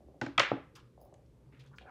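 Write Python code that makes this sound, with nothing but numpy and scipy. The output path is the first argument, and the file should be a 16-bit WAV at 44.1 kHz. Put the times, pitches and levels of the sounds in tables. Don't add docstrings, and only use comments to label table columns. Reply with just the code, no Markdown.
import sys
import numpy as np
from scipy import signal
from scipy.fft import rfft, irfft
from scipy.io import wavfile
from scipy.ndimage import uniform_filter1d

SR = 44100
rng = np.random.default_rng(int(sys.argv[2]) if len(sys.argv) > 2 else 0)


def digitize_waveform(pressure):
    field = np.atleast_2d(pressure).T
    bounded = np.clip(field, -1, 1)
    quanta = np.round(bounded * 32767).astype(np.int16)
    wavfile.write(sys.argv[1], SR, quanta)


def rack_gain(trim_db):
    fader = np.asarray(trim_db, float)
    return 10 ** (fader / 20)


N = 83790

# (time [s], clack level [dB], desk level [dB])
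BLOCK_LANDINGS = [
    (0.3787, -12.5, -31.5),
    (0.3962, -6.5, -35),
]
# (time [s], clack level [dB], desk level [dB])
STAMP_LANDINGS = [
    (0.2137, -24, -31),
    (0.262, -36, -37),
]
# (time [s], push level [dB], desk level [dB])
PADDED_LANDINGS = [
    (0.279, -66, -53.5),
    (0.5169, -10, -26.5),
    (0.5667, -34.5, -39),
    (1.529, -72, -60.5),
]


def rms_one(x):
    return x / np.sqrt(np.mean(x ** 2) + 1e-20)


def band(x, low_hz, high_hz, order=2):
    edges_hz = [max(low_hz, 10), min(high_hz, 0.45 * SR)]
    return signal.sosfilt(signal.butter(order, edges_hz, "band", fs=SR, output="sos"), x)


def ring(clicks, hz, t60_s):
    r = rack_gain(-60 / (t60_s * SR))
    w = 2 * np.pi * hz / SR
    return signal.lfilter([0, np.sin(w)], [1, -2 * r * np.cos(w), r * r], clicks + 1e-18)


def strike(s, db, modes, spread_db):
    s, db = np.asarray(s), np.asarray(db)
    at = np.clip((s * SR).astype(int), 0, N - 1)
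    chance = rng.standard_normal((len(s), len(modes)))
    out = np.zeros(N)
    for k, (hz, level_db, t60_s) in enumerate(modes):
        clicks = np.zeros(N)
        sign = (-1) ** k
        np.add.at(clicks, at, sign * rack_gain(db + level_db + spread_db * chance[:, k]))
        out += ring(clicks, hz, t60_s)
    return out


def burst(s, db, low_hz, high_hz, t60_s):
    t = np.arange(N) / SR - s
    decay = rack_gain(-60 * np.maximum(t, 0) / t60_s) * (t > 0)
    puff = band(rng.standard_normal(N) * decay, low_hz, high_hz, order=3)
    return rack_gain(db) * puff * np.sqrt(SR / 2 / (high_hz - low_hz))


def hum():
    # (frequency [Hz], density [dB per Hz])
    spectrum = [(12, -35), (20, -15), (144, -3.5), (191, -9), (519, -12.5), (788, -38.5), (857, -30.5),
                (11700, -46.5), (15500, -50.5)]
    # (centre [Hz], width [Hz], level [dB])
    drones = [(61.3, 22, -65), (121, 6.7, -67.5)]
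    level_db, hiss_top_hz = -64, 14300
    hz = np.maximum(np.fft.rfftfreq(N, 1 / SR), 1)
    at_hz, density_db = np.transpose(spectrum)
    shape = rack_gain(np.interp(np.log(hz), np.log(at_hz), density_db)) / (1 + (hz / hiss_top_hz) ** 30)
    out = rack_gain(level_db) * rms_one(irfft(rfft(rng.standard_normal(N)) * shape, N))
    for centre_hz, width_hz, db in drones:
        shape = 1 / (1 + (2 * (hz - centre_hz) / width_hz) ** 2)
        out += rack_gain(db) * rms_one(irfft(rfft(rng.standard_normal(N)) * shape, N))
    return out


def room(x):
    # (frequency [Hz], t60 [s], level [dB])
    reverb = [(102.7, 0.15, -16.5), (402, 0.34, -14), (1200, 0.44, -15.5), (3000, 0.34, -16.5),
              (5500, 0.3, -14), (8000, 0.14, -16.5), (14000, .14, -26.5)]
    gap_s, build_s = 0.0043, 0.004
    t = np.arange(SR // 2) / SR
    at_hz, t60_s, db = np.transpose(reverb)
    edges_hz = 60 * 2 ** np.arange(0, 8.1, 0.5)
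    tail = 0
    for low_hz, high_hz in zip(edges_hz, edges_hz[1:]):
        place = np.log(low_hz * high_hz) / 2
        start_db = np.interp(place, np.log(at_hz), db)
        gain_db = start_db - 60 * t / np.interp(place, np.log(at_hz), t60_s)
        tail = tail + rack_gain(gain_db) * band(rng.standard_normal(len(t)), low_hz, high_hz)
    tail = tail * np.clip((t - gap_s) / build_s, 0, 1) * rack_gain(-20.0)
    return signal.fftconvolve(x, tail)[:N]


def brushes():
    # (time [s], length [s], level [dB], centre [Hz], width [octaves])
    strokes = [(0.0, 0.2, -67.5, 295, 0.86), (0.725, 0.089, -69, 330, .6), (0.757, 0.046, -69.5, 2200, 2.1),
               (.74, 0.2, -64.5, 125, 0.21), (0.388, .022, -73, 13500, 0.46),
               (1.754, 0.023, -87, 15390, .06), (0.75, 0.017, -73.5, 11440, 0.78),
               (0.751, 0.012, -56, 3700, 1.32), (0.753, 0.036, -61.5, 1200, 0.74),
               (0.763, 0.045, -75, 3180, 0.47), (0.815, 0.067, -81.5, 1226, 0.14),
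               (1.006, 0.063, -81.5, 14000, .4), (1.324, 0.41, -79.5, 800, 0.8),
               (1.464, 0.26, -60, 132.5, 0.09), (1.52, 0.063, -69.5, 1760, 0.98),
               (1.59, 0.029, -66.5, 2813, 1.26), (1.631, 0.033, -72.5, 1500, 1.5),
               (1.666, 0.016, -74.5, 3550, 1.1), (1.709, 0.044, -68.5, 1044, 0.46),
               (1.729, 0.0097, -62, 1450, 0.23), (1.756, 0.034, -75.5, 5500, 0.6),
               (1.789, 0.037, -67.5, 3000, 0.67), (1.859, 0.013, -63, 1390, 0.37),
               (1.881, .02, -59.5, 1150, 0.74)]
    rise_s, fall_s, grain_db = 0.0046, 0.0094, 2.5
    t, out = np.arange(N) / SR, np.zeros(N)
    for s, length_s, db, hz, octaves in strokes:
        roughness = np.minimum(rng.exponential(1, N // 40 + 1), 3)
        grains = rng.standard_normal(N) * rack_gain(grain_db * np.repeat(roughness, 40)[:N])
        stroke = np.clip((t - s) / rise_s, 0, 1) * np.exp(-np.maximum(t - s - length_s, 0) / fall_s)
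        half = 2 ** (octaves / 2)
        out += rack_gain(db) * stroke * rms_one(band(grains, hz / half, hz * half))
    return out


def squeak():
    # (time [s], pitch [Hz], level [dB])
    glide = [
        (1.864, 825, -71),
        (1.876, 800, -53.5),
        (1.89, 708.5, -55),
        (1.895, 736, -55),
        (1.9, 690, -68),
    ]
    s, hz, db = np.transpose(glide)
    t = np.arange(N) / SR
    wobble = rms_one(uniform_filter1d(rng.standard_normal(N), size=120))
    phase = 2 * np.pi * np.cumsum(np.interp(t, s, hz) * (1 + 0.047 * wobble)) / SR
    tone = np.sin(phase) + 0.81 * np.sin(2 * phase) + 0.21 * np.sin(3 * phase)
    return rack_gain(np.interp(t, s, db, left=-200)) * tone


def jingle():
    # (time [s], level [dB])
    touches = [
        (1.004, -79),
        (1.014, -67.5),
        (1.022, -72.5),
        (1.028, -74.5),
        (1.05, -73.5),
    ]
    # (frequency [Hz], level [dB], t60 [s])
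    ring_modes = [(4830, -3, 0.023), (5340, -3, 0.023), (6470, -4, 0.014), (9830, -4.5, 0.025),
                  (10900, -3.5, 0.06), (12200, -1, 0.028), (13500, -9.5, 0.021), (14900, -16, .05),
                  (15500, -0.5, .09)]
    return band(strike(*np.transpose(touches), ring_modes, 2.4), 3500, 15700)


def nails():
    # (time [s], level [dB], lowest [Hz], highest [Hz], t60 [s])
    ticks = [(0.3959, -30, 2400, 6340, 0.01), (0.7582, -59, 2400, 4060, 0.02),
             (1.1413, -62.5, 1300, 3850, 0.021), (1.14, -64, 5800, 8430, 0.016),
             (1.262, -73, 2520, 6030, 0.015), (1.5293, -68, 860, 2400, .02), (1.5464, -67, 1580, 2600, .02),
             (1.5977, -66, 1000, 14000, 0.0062), (1.61, -69, 2546, 9050, 0.017),
             (1.64, -75, 3000, 13000, .01), (1.65, -67.5, 800, 2400, 0.016),
             (1.665, -67, 3200, 3470, 0.068), (1.663, -62.5, 3000, 8600, 0.0074),
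             (1.736, -63, 900, 1910, 0.011), (1.7414, -56.5, 1000, 1850, 0.014),
             (1.785, -57, 3240, 9960, 0.005)]
    # (time [s], level [dB])
    snaps = [
        (1.784, -40.5),
    ]
    # (frequency [Hz], level [dB], t60 [s])
    snap_modes = [(1477, -3.5, 0.014), (1700, -6, 0.028), (2050, 2, 0.004), (2440, -0.5, 0.014),
                  (2760, -0.5, 0.0047), (3260, -6.5, 0.013), (3700, -11, 0.0083), (4650, -5, 0.0025)]
    return sum(burst(*row) for row in ticks) + strike(*np.transpose(snaps), snap_modes, 0)


def tray_knocks():
    # (time [s], peak level [dB])
    knocks = [(.005, -52.5), (.084, -50), (.143, -49.5), (.977, -47.5), (1.015, -47.5), (1.057, -47.5),
              (1.125, -45), (1.19, -60.5), (1.811, -49.5), (1.815, -50), (1.827, -50), (1.854, -47)]
    # (frequency [Hz], level [dB], t60 [s])
    tray_modes = [(308, -5, 0.034), (410, 8.5, 0.0066), (575.6, 5.5, 0.021), (760, 1, 0.015),
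                  (1180, -13.5, 0.014)]
    s, peak_db = np.transpose(knocks)
    return band(strike(s, peak_db - 4, tray_modes, 1.5), 180, 1500)


def pushes():
    s, db, _ = np.transpose(PADDED_LANDINGS)
    modes = [(578, 0, 0.0079), (840, -22, 0.05), (1100, -18, 0.012), (1350, -20, 0.025)]
    return band(-strike(s, db, modes, 0), 150, 2600)


def desk():
    # (frequency [Hz], level [dB], t60 [s])
    desk_modes = [(125, -3.5, 0.11), (205, -10, .028), (268, -13, 0.14), (330, -11, 0.17), (410, -14.5, .1),
                  (573, -14, .04), (732, -23, .08), (843.7, -11, 0.1), (953, -16.5, .1), (1200, -21.5, .04)]
    # (time [s], level [dB])
    rocks = [
        (0.2167, -38.5),
        (.229, -33),
        (0.263, -41.5),
        (.281, -39),
        (.295, -48),
        (0.523, -31.5),
        (.533, -36),
        (1.529, -59),
    ]
    # (frequency [Hz], level [dB], t60 [s])
    hollow_modes = [(242, -2.5, 0.069), (276.7, -0.5, 0.18), (331.9, -3.5, .1), (376, -7, 0.1)]
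    lag_s, rumble_db, rumble_t60_s = 0.0024, -9, 0.15
    s, _, db = np.transpose(BLOCK_LANDINGS + STAMP_LANDINGS + PADDED_LANDINGS)
    boom = strike(s + lag_s, db, desk_modes, 1.5)
    for hit_s, hit_db in zip(s, db):
        boom = boom + burst(hit_s + lag_s, hit_db + rumble_db, 200, 700, rumble_t60_s)
    boom = boom + strike(*np.transpose(rocks), hollow_modes, 0)
    return band(boom, 85, 1450, order=4)


def spread(landings, colour):
    clicks = np.zeros(N)
    for s, db, _ in landings:
        clicks[int(s * SR)] = rack_gain(db + 22.5)
    at_hz, db = np.transpose(colour)
    hz = np.maximum(np.fft.rfftfreq(N, 1 / SR), 1)
    return irfft(rfft(clicks) * rack_gain(np.interp(np.log(hz), np.log(at_hz), db)), N)


def clack_spread():
    # (frequency [Hz], level [dB])
    block_colour = [(300, -7.5), (700, -6.5), (1300, 1), (2400, 2), (3600, -4), (5500, -19.5),
                    (8000, -23.5), (12000, -46.5)]
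    # (frequency [Hz], level [dB])
    stamp_colour = [(300, -12.5), (700, -0.5), (1500, 1), (2400, -3), (4000, -7.5), (6500, -15),
                    (8500, -23.5), (12000, -33.5)]
    return spread(BLOCK_LANDINGS, block_colour) + spread(STAMP_LANDINGS, stamp_colour)


def clack(contacts, modes):
    s, db, bright_db = np.transpose(contacts)
    split_hz, spread_db = 2900, 1.5
    high = [mode for mode in modes if mode[0] > split_hz]
    low = [mode for mode in modes if mode[0] <= split_hz]
    return band(strike(s, db, low, spread_db) + strike(s, db + bright_db, high, spread_db), 190, 9800)


def clacks():
    # (time [s], level [dB], extra brightness [dB])
    first_edge = [
        (.3793, -27.5, 6.5),
        (.3802, -21, 0.5),
        (.38105, -17, -5.5),
        (.3819, -18, -10),
        (.3845, -19.5, -12),
        (.3921, -29, -8),
    ]
    # (time [s], level [dB], extra brightness [dB])
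    second_edge = [
        (.3961, -25.5, 13),
        (.3972, -22, -2),
        (.3984, -18, -1.5),
        (.3998, -18, -6.5),
        (.4016, -17, -10),
        (.4026, -17, -8),
        (.4053, -24.5, -12),
        (.4335, -31, -16.5),
    ]
    # (time [s], level [dB], extra brightness [dB])
    stamp_edge = [
        (.2137, -35, -0.5),
        (.2148, -34, 0),
        (.2163, -31.5, 0),
        (.2178, -35, -9.5),
        (.2212, -38.5, -3),
        (.263, -43.5, 1),
        (.2645, -36.5, -1),
        (.2662, -37.5, -3.5),
    ]
    # (frequency [Hz], level [dB], t60 [s])
    block_modes = [(530.3, -17.5, 0.028), (688, -5, 0.037), (1020, -10, 0.014), (1260, -7.5, 0.056),
                   (1390, -7.5, 0.023), (1738, -13.5, 0.027), (1990, -8, .025), (2455, 0.5, 0.0067),
                   (2608, -9, 0.03), (3200, -3, 0.022), (4215, -8.5, 0.004), (5300, -25, .005),
                   (6980, -27, 0.0097), (9600, -37, .004)]
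    # (frequency [Hz], level [dB], t60 [s])
    turned_modes = [(560, -1, 0.023), (688, -8, 0.015), (1000, -6, .016), (1271, -8, 0.028),
                    (1450, -10, .02), (1972, -3, 0.026), (2300, -4, .008), (2700, -8, .015),
                    (3320, -2, .01), (4400, -11, .006), (5500, -17, .005), (7200, -25, 0.017),
                    (9400, -35.5, .004)]
    # (frequency [Hz], level [dB], t60 [s])
    stamp_modes = [(586, -5.5, 0.0039), (823, -3.5, 0.018), (1060, -13, 0.019), (1520, 1, 0.039),
                   (2070, -5.5, 0.01), (2400, -9, 0.019), (3000, -13.5, 0.007), (4107, -17, 0.01),
                   (5545, -11.5, .007), (7000, -16.5, 0.0066), (9227, -29, 0.006)]
    out = clack(first_edge, block_modes) + clack(second_edge, turned_modes) + clack(stamp_edge, stamp_modes)
    crack_db = -10.5
    for s, db, _ in BLOCK_LANDINGS + STAMP_LANDINGS:
        out = out + burst(s, db + crack_db, 800, 3900, 0.023)
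    return out


def scene():
    small = brushes() + squeak() + nails() + jingle()
    tray, push, boom, edges = tray_knocks(), pushes(), desk(), clacks()
    send = clack_spread() + rack_gain(-18) * edges
    send = send + rack_gain(-3) * small + rack_gain(-8.5) * boom + rack_gain(-9.5) * push + rack_gain(5.5) * tray
    return (edges + small + boom + push + tray + room(send) + hum())[None]


def roll_off(x):
    return signal.sosfilt(signal.butter(12, 15740, fs=SR, output="sos"), x)


def record(dry):
    mix = signal.sosfilt(signal.butter(2, 43.4, "high", fs=SR, output="sos"), dry)
    return roll_off(mix)


dry = scene()
out = record(dry)
digitize_waveform(out)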